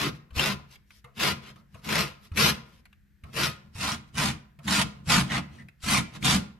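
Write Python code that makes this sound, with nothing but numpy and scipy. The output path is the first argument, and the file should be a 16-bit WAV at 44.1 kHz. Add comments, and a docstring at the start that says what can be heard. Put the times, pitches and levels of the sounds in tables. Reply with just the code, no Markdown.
"""In a kitchen, a lemon is zested on a steel box grater propped on a wooden board: a dozen uneven strokes.
Trains of tooth impulses and noise make the rasp; resonances driven by further impulses ring the steel
and shake box and board. Noise bursts tick, decaying sines thump, and resonant bands squeal or ring low.
The rasp's colour passes from that heard above to that heard in front, over a faint rumble and hum."""
import sys
import numpy as np
from scipy import signal
from scipy.fft import rfft, irfft, next_fast_len
from scipy.io import wavfile
from scipy.ndimage import map_coordinates

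SR = 44100
rng = np.random.default_rng(int(sys.argv[2]) if len(sys.argv) > 2 else 0)


def wrap_up_sound(samples):
    """Save the sound to the file named by the first command line argument, as 16-bit audio."""
    columns = np.atleast_2d(samples).T
    # keep every value between -1 and 1, then stretch to whole-number steps
    tamed = np.clip(columns, -1, 1)
    steps = np.round(tamed * 32767).astype(np.int16)
    wavfile.write(sys.argv[1], SR, steps)


N = 291009  # samples

# All tabulated levels are relative: the sources are weighted again where they are mixed.
# Pushes of the lemon down the teeth: (first bite [s], length [s], fall [s], rasp [dB],
# gain of pressure over the pass [dB], treble gain [dB], shaking of the box [dB],
# graze before the bite [s], graze [dB])
STROKES = [ (0.0, 0.089, 0.027, -27, -6.5, -6, -31.5, .01, -45.5),
           (0.39, 0.14, 0.035, -25, -5.5, -4, -31, 0.028, -29.5),
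           (1.201, 0.11, 0.051, -23, 1.5, -2.5, -31, 0.032, -41),
           (1.888, 0.12, 0.12, -23.5, 8.5, -3.5, -30, 0.045, -39),
           (2.378, 0.12, .06, -19.5, 1.5, 0.5, -27, .014, -50),
           (3.368, 0.096, 0.093, -24.5, 3.5, -1, -33, 0.027, -38),
           (3.806, 0.13, 0.065, -30.5, 0, 3, -33.5, 0.053, -44),
           (4.18, 0.11, 0.084, -26.5, -3, 4, -27.5, 0.028, -42),
           (4.681, 0.14, 0.028, -25.5, 6, 5.5, -27.5, 0.037, -49.5),
           (5.101, 0.11, 0.055, -23, -8.5, 5.5, -25, 0.026, -37),
           (5.885, .107, 0.054, -25, -3, 7, -26, .052, -38),
           (6.25, 0.11, 0.067, -25, -4.5, 8, -24.5, .02, -39.5)]
# Return rubs of the lemon over the teeth, mostly light, one pressed hard:
# (time [s], length [s], rasp [dB], treble gain [dB], shaking of the box [dB])
RETURN_RUBS = [(0.144, 0.023, -59.5, 3, -54), (0.708, 0.047, -56.5, 4, -87), (0.911, 0.081, -69, 15, -85),
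               (1.434, 0.076, -47, -7, -50), (1.565, 0.042, -74.5, 11, -55.5), (1.735, 0.061, -64, 5, -49),
               (2.234, 0.037, -58, 6, -61.5), (2.659, 0.14, -63, 0.5, -62.5), (3.262, 0.038, -66.5, 2, -43),
               (3.622, 0.067, -71.5, -8, -50), (4.085, 0.008, -69, 10, -58), (4.961, 0.051, -66.5, -7, -46),
               (5.315, 0.072, -28, -6, -28.5), (5.522, 0.1, -60, 2.5, -41.5), (6.149, 0.019, -42.5, 0, -39)]
# Squeals of wet peel, and one low ring of the sheet at the first stroke:
# (time [s], length [s], frequency [Hz], level [dB])
SQUEALS_AND_RING = [(0.0, .1, 330, -35.5), (5.293, 0.09, 1950, -33.5), (5.575, 0.064, 1930, -55.5),
                    (5.928, 0.074, 2140, -28.5), (6.223, 0.095, 3500, -31.5)]
# Single teeth flicking free: (time [s], level [dB])
TICKS = [(0.394, -12), (0.756, -38), (0.905, -42.5), (1.178, -31), (1.889, -18.5), (2.373, -11.5),
         (2.854, -40), (2.928, -49.5), (4.679, -16), (5.685, -39.5), (6.226, -25)]
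# The lemon landing on the grater: (time [s], knock [dB], swing frequency [Hz], swing [dB])
LANDINGS = [(0.305, -47.5, 69, -43.5), (1.042, -39.5, 130, -44.5), (1.558, -44.5, 130, -47),
            (1.743, -39, 95, -39.5), (2.316, -43, 80, -26), (3.236, -40.5, 77.5, -33.5),
            (3.752, -60, 94, -32.5), (4.143, -52, 190, -38), (4.588, -43.5, 144, -41),
            (5.071, -50, 88, -31), (5.836, -32.5, 75.5, -31)]
# Thumps of the box as the lemon lands on it or jerks across it: (time [s], frequency [Hz], level [dB])
THUMPS = [(0.323, 68, -34), (0.367, 79, -22), (2.369, 81, -33.5), (5.174, 191.5, -13.5),
          (6.353, 193.6, -16)]
# Modes of the steel sheet: (frequency [Hz], width [Hz], level [dB])
STEEL = [(333, 40, -0.5), (468, 30, 1), (656, 54, 0.5), (1026.4, 44, 11.5), (1253, 20, 11),
         (1402, 21, 12.5), (2034, 130, 3.5), (2463, 110, 5), (2640, 45, 6), (2900, 87, 3.5),
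         (3010, 30, -10.5), (3820, 88, -16), (3980, 160, -6)]
# Modes of box and board: (frequency [Hz], width [Hz], level [dB])
BOX = [(54.7, 23, -9), (76.7, 9, 2), (133.7, 15.1, 6), (167, 20.4, -1), (193.9, 18.2, 0.5),
       (234.2, 30.2, -6.5), (299, 21, -13.5)]
# Modes of the plastic rim and handle: (frequency [Hz], width [Hz], level [dB])
FRAME = [(477, 86, -6), (680, 49, -4), (1070, 160, -3.5), (1310, 89, -0.5), (2050, 480, -15.5),
         (2670, 340, -23.5)]
# Spectral density of the rasp from above: (frequency [Hz], level [dB])
RASP_ABOVE = [(60, -19), (200, -20.5), (330, -1), (520, -3.5), (800, -10), (1100, -6), (1800, -2),
              (2700, -1), (5200, -4.5), (7800, -15), (12700, -12.5), (14200, -29.5), (15500, -55.5)]
# Spectral density of the rasp from the front: (frequency [Hz], level [dB])
RASP_FRONT = [(60, -14), (280, 7.5), (380, -23.5), (520, -9), (750, 0.5), (1200, 4), (1700, 1.5), (2300, 3),
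              (3600, 0.5), (7000, -8), (9800, -11), (12500, -18), (14200, -41.5), (15500, -47.5)]
# Spectral density of a tick: (frequency [Hz], level [dB])
TICK_SPECTRUM = [(100, -13), (500, -12.5), (1100, 4), (2800, 9.5), (5000, -8), (13000, -10), (16000, -38)]
# Dense ring of the steel: (frequency [Hz], 60 dB decay time [s])
SHEET_DECAY = [(300, 0.084), (2000, 0.048), (10000, 0.033)]
# Reverberation of the kitchen: (frequency [Hz], 60 dB decay time [s])
KITCHEN_DECAY = [(100, 0.24), (500, 0.55), (2000, 0.42), (5000, 0.34), (12000, 0.25)]
# Gain of the stereo side signal: (frequency [Hz], level [dB])
SIDE_GAIN = [(100, -25), (220, -18), (400, -4), (700, -3), (1300, -3), (2500, -5), (5000, -1), (12000, -3)]
# Spectral density of the still kitchen: (frequency [Hz], level [dB])
QUIET_SPECTRUM = [(20, -11), (60, 13), (100, 0), (200, -10), (330, -15.5), (600, -32), (1100, -31),
                  (1700, -16.5), (2700, -28), (10000, -39), (14000, -31.5), (15500, -58)]
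# Tones of the appliance hum: (frequency [Hz], level [dB])
HUM = [(122, -78), (201, -71.5)]
# The listening point moves from above to the front: (start [s], end [s])
MOVE = [3.45, 3.9]

RAMP_DB = 33.5  # change of level over one rise time or one fall time
ARCH_DB = 3  # the hand is fastest in mid-stroke; the ends are this much softer
BITE_RISE_S = 0.036
GRAZE_EDGE_S, GRAZE_SWELL_DB = 0.034, 4.5  # the peel grazes the teeth, ever harder, then they bite
GRAZE_TREBLE_DB = 3  # a graze only nicks the peel and is brighter
RUB_RISE_S, RUB_FALL_S = 0.079, 0.04
BOX_LEAD_S, BOX_LAG_S = 0.024, 0.027  # the box shakes before the bite and after the cut
BOX_RISE_S, BOX_FALL_S = 0.038, 0.15
TREMBLE_DB, TREMBLE_FALL_S = -20.5, 0.88  # it goes on trembling in the hand
LANDING_CRACK_DB = 5.5  # weight of the teeth's crack at a landing
QUIET_DB = -63
TOP_HZ = 15800


def grating():
    """Forced vibration: the teeth's force yields a rasp, a modal ring of the sheet and a judder of the box."""
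    force, brightness, shake = effort()
    t = np.arange(N) / SR
    row_phase = np.cumsum(230 * amp(3.5 * wobble(150))) / SR  # rows pass at an uneven rate, near 230 Hz
    rows = unit(amp(2.5 * np.sin(2 * np.pi * row_phase)))  # the peel catches and slips on each
    crackle = bites(rate=1100, spread_db=4.5) + amp(-8.0) * rng.standard_normal(N)
    tearing = rows * unit(crackle) * force
    treble = filtered(tearing, lambda hz: hz ** 2 / (hz ** 2 + 4500 ** 2))
    tearing = tearing + treble * (brightness - 1)

    front = np.interp(t, MOVE, [0, 1])
    rasp_above = amp(-4.0) * (1 - front) * coloured(tearing, RASP_ABOVE)
    rasp_front = amp(-3.0) * front * coloured(tearing, RASP_FRONT)
    rasp = rasp_above + rasp_front
    ring = np.array([resonate(bites(rate=2000, spread_db=0.5) * force, STEEL) for _ in range(2)])

    box = unit(resonate(bites(rate=600, spread_db=0.5), BOX))
    deep = filtered(box, lambda hz: 1 / (1 + (hz / 165) ** 8))
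    force_db = 20 * np.log10(force)
    vigour = np.interp(force_db, [-48, -26], [.55, 1.15])  # a light rub wakes the upper modes less
    judder = shake * (amp(-6.5) * deep + vigour * (box - deep))
    return rasp, ring, judder


def bites(rate, spread_db):
    """Impulsive excitation: regular tooth breaks with jitter, uneven force and random sign; rms 1."""
    count = int(N * rate / SR)
    lateness, size, push = rng.standard_normal((count, 3)).T
    at = ((np.arange(count) + .4 * lateness) * SR / rate).astype(int) % N
    impulse = np.sign(push) * amp(spread_db * np.clip(size, -2, 2))
    return unit(np.bincount(at, impulse, N))


def effort():
    """Superposition of contacts: strokes and return rubs set rasp strength, treble gain and box shaking."""
    rasp, bright, shake = np.zeros((3, N))
    for s, length, fall, db, press_db, treble_db, shake_db, lead, graze_db in STROKES:
        graze = amp(graze_db) * contact(s - lead, lead, GRAZE_EDGE_S, GRAZE_EDGE_S, GRAZE_SWELL_DB)
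        cut = amp(db) * contact(s, length, BITE_RISE_S, fall, press_db)
        rasp += np.maximum(cut, graze)
        bright += amp(treble_db) * np.maximum(cut, amp(GRAZE_TREBLE_DB) * graze)
        load = s - BOX_LEAD_S, BOX_LEAD_S + length + BOX_LAG_S, BOX_RISE_S
        shaking = contact(*load, BOX_FALL_S, press_db=4)
        trembling = amp(TREMBLE_DB) * contact(*load, TREMBLE_FALL_S)
        shake += amp(shake_db) * np.maximum(shaking, trembling)
    for s, length, db, treble_db, shake_db in RETURN_RUBS:
        rub = contact(s, length, RUB_RISE_S, RUB_FALL_S)
        rasp += amp(db) * rub
        bright += amp(db + treble_db) * rub
        shake += amp(shake_db) * contact(s, length + BOX_LAG_S, RUB_RISE_S, BOX_FALL_S)
    return rasp, bright / rasp, shake


def contact(s, length, rise, fall, press_db=0):
    """Contact envelope: the gain rises, arches while the pressure drifts, and falls, linearly in dB outside."""
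    t = np.arange(N) / SR - s
    travel = np.clip(t / length, 0, 1) - .5
    outside = np.maximum(-t, 0) / rise + np.maximum(t - length, 0) / fall
    gain_db = press_db * travel - ARCH_DB * (2 * travel) ** 2 - RAMP_DB * outside
    return amp(np.maximum(gain_db, -200))


def squeals_and_ring(relative_width):
    """Resonant selection: tooth impulses pass twice through one broad band per squeal or low ring."""
    out, t = np.zeros(N), np.arange(N) / SR
    for s, length, hz, db in SQUEALS_AND_RING:
        swell = np.sin(np.pi * np.clip((t - s) / length, 0, 1))
        mode = [(hz, relative_width * hz, 0)]
        once = resonate(bites(rate=900, spread_db=3.5), mode)
        out += amp(db) * swell * unit(resonate(once, mode))
    return out


def ticks():
    """Impact radiation: teeth crack in short bursts; a landing cracks more slowly and rings the frame."""
    knocks = [(s, db) for s, db, *_ in LANDINGS]
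    tooth_cracks = bursts(TICKS, t60=0.018, attack=0.00037)
    landing_cracks = amp(LANDING_CRACK_DB) * bursts(knocks, t60=0.023, attack=0.0034)
    frame = resonate(bursts(knocks, t60=0.24, attack=.0015), FRAME)
    return amp(-4.5) * coloured(tooth_cracks + landing_cracks, TICK_SPECTRUM) + amp(-13) * frame


def bursts(events, t60, attack):
    """Exponential decay: a short dying burst of noise for each (time [s], level [dB])."""
    out, t = np.zeros(N + SR), np.arange(SR // 5) / SR
    for s, db in events:
        envelope = amp(db - 60 * t / t60) * (1 - np.exp(-t / attack))
        out[round(s * SR):][:len(t)] += envelope * rng.standard_normal(len(t))
    return out[:N]


def thumps(t60, attack):
    """Damped free oscillation: box and board swing briefly when the load on them jumps."""
    out, t = np.zeros(N + SR), np.arange(SR // 3) / SR
    swings = list(THUMPS) + [(s, hz, db) for s, _, hz, db in LANDINGS]
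    for s, hz, db in swings:
        envelope = amp(db - 60 * t / t60) * (1 - np.exp(-t / attack))
        out[round(s * SR):][:len(t)] += np.sin(2 * np.pi * hz * t) * envelope
    return out[:N]


def diffuse(x, decay, length, count):
    """Diffuse field: two unrelated decaying-noise tails of x, redrawn count times as hand and lemon move."""
    out, hop = np.zeros((2, N + 2 * SR)), N // count + 1
    noise = rng.standard_normal((count, 2, int(length * SR)))
    hz, t, z = signal.stft(noise, SR, nperseg=128)
    fading = amp(-60 * t / along(decay, hz)[:, None])
    tails = signal.istft(z * fading, SR, nperseg=128)[1]
    for k, tail in enumerate(tails):
        piece = x[None, k * hop:(k + 1) * hop]
        part = signal.fftconvolve(piece, tail / np.linalg.norm(tail[0]), axes=1)
        out[:, k * hop:][:, :part.shape[1]] += part
    return out[:, :N]


def room_tone():
    """Stationary background: coloured noise, weaker in the side, and a central phase-wandering appliance hum."""
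    mid, side = [coloured(rng.standard_normal(N), QUIET_SPECTRUM) for _ in range(2)]
    t = np.arange(N) / SR
    hum = sum(amp(db) * unit(np.sin(2 * np.pi * hz * t + .5 * wobble(3.3))) for hz, db in HUM)
    return np.array([amp(QUIET_DB) * mid + hum, amp(QUIET_DB - 5.0) * side])


def resonate(x, modes):
    """Modal superposition: x through a bank of resonances of unit mean power gain, alternating in sign."""
    def response(f):
        bank = 0
        for k, (centre, width, db) in enumerate(modes):
            damping = 1j * f * width
            bank = bank + (-1) ** k * amp(db) * damping / (centre * centre - f * f + damping)
        return bank / np.sqrt(np.mean(abs(bank) ** 2))
    return filtered(x, response)


def coloured(x, spectrum, size=4096):
    """Minimum phase: x through a causal filter of unit energy with the given spectrum."""
    log_gain = np.log(amp(along(spectrum, np.fft.rfftfreq(size, 1 / SR))) + 1e-6)
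    cepstrum = irfft(log_gain)
    cepstrum[1:size // 2] *= 2  # folding the cepstrum makes the filter causal
    cepstrum[size // 2 + 1:] = 0
    pulse = irfft(np.exp(rfft(cepstrum)))
    return signal.oaconvolve(x, pulse / np.linalg.norm(pulse))[:N]


def filtered(x, response):
    """Linear filtering: the spectrum of x times a complex response of frequency."""
    size = next_fast_len(N + SR // 2)
    return irfft(rfft(x, size) * response(np.fft.rfftfreq(size, 1 / SR)), size)[..., :N]


def along(points, hz):
    """Logarithmic frequency scale: interpolates (frequency [Hz], value) points."""
    f, v = np.transpose(points)
    return np.interp(np.log(hz + 1), np.log(f + 1), v)


def wobble(rate):
    """Band-limited fluctuation: a smooth random curve with rate knots a second."""
    return map_coordinates(rng.standard_normal(int(N * rate / SR) + 4), [np.arange(N) * rate / SR])


def amp(db):
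    """Decibel scale: amplitude ratio of a level."""
    return 10 ** (np.asarray(db) / 20)


def unit(x):
    """Normalisation: x scaled to rms 1."""
    return x / np.sqrt(np.mean(x ** 2) + 1e-20)


def scene():
    """Directivity: the sheet radiates differently each way, so the rasp is wide and the bass is central."""
    rasp, ring, judder = grating()
    steel = rasp + ticks() + squeals_and_ring(relative_width=0.19)
    low = judder + thumps(t60=.14, attack=0.0017)
    sheet = diffuse(steel, SHEET_DECAY, length=.08, count=160)
    room_drive = steel + amp(-7.5) * ring[0] + amp(5.5) * low
    room = amp(-15) * diffuse(room_drive, KITCHEN_DECAY, length=.6, count=30)

    mid = amp(-3) * steel + amp(-2.0) * sheet[0] + amp(-9.0) * ring[0] + low + room[0]
    low_side = diffuse(low, SHEET_DECAY, length=0.071, count=60)[1]
    side = sheet[1] + amp(-11.5) * ring[1] + amp(3.5) * low_side + amp(3.0) * room[1]
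    side = filtered(side, lambda hz: amp(along(SIDE_GAIN, hz)))
    mid, side = np.array([mid, side]) + room_tone()

    lean_db = np.interp(np.arange(N) / SR, MOVE, [.7, -.1])  # from above, a little to the left
    left, right = mid + side, mid - side
    return np.array([left * amp(lean_db), right * amp(-lean_db)])


def record(dry):
    """Band limitation: only frequencies below TOP_HZ are kept."""
    return filtered(dry, lambda hz: hz < TOP_HZ)


dry = scene()
out = record(dry)
wrap_up_sound(out)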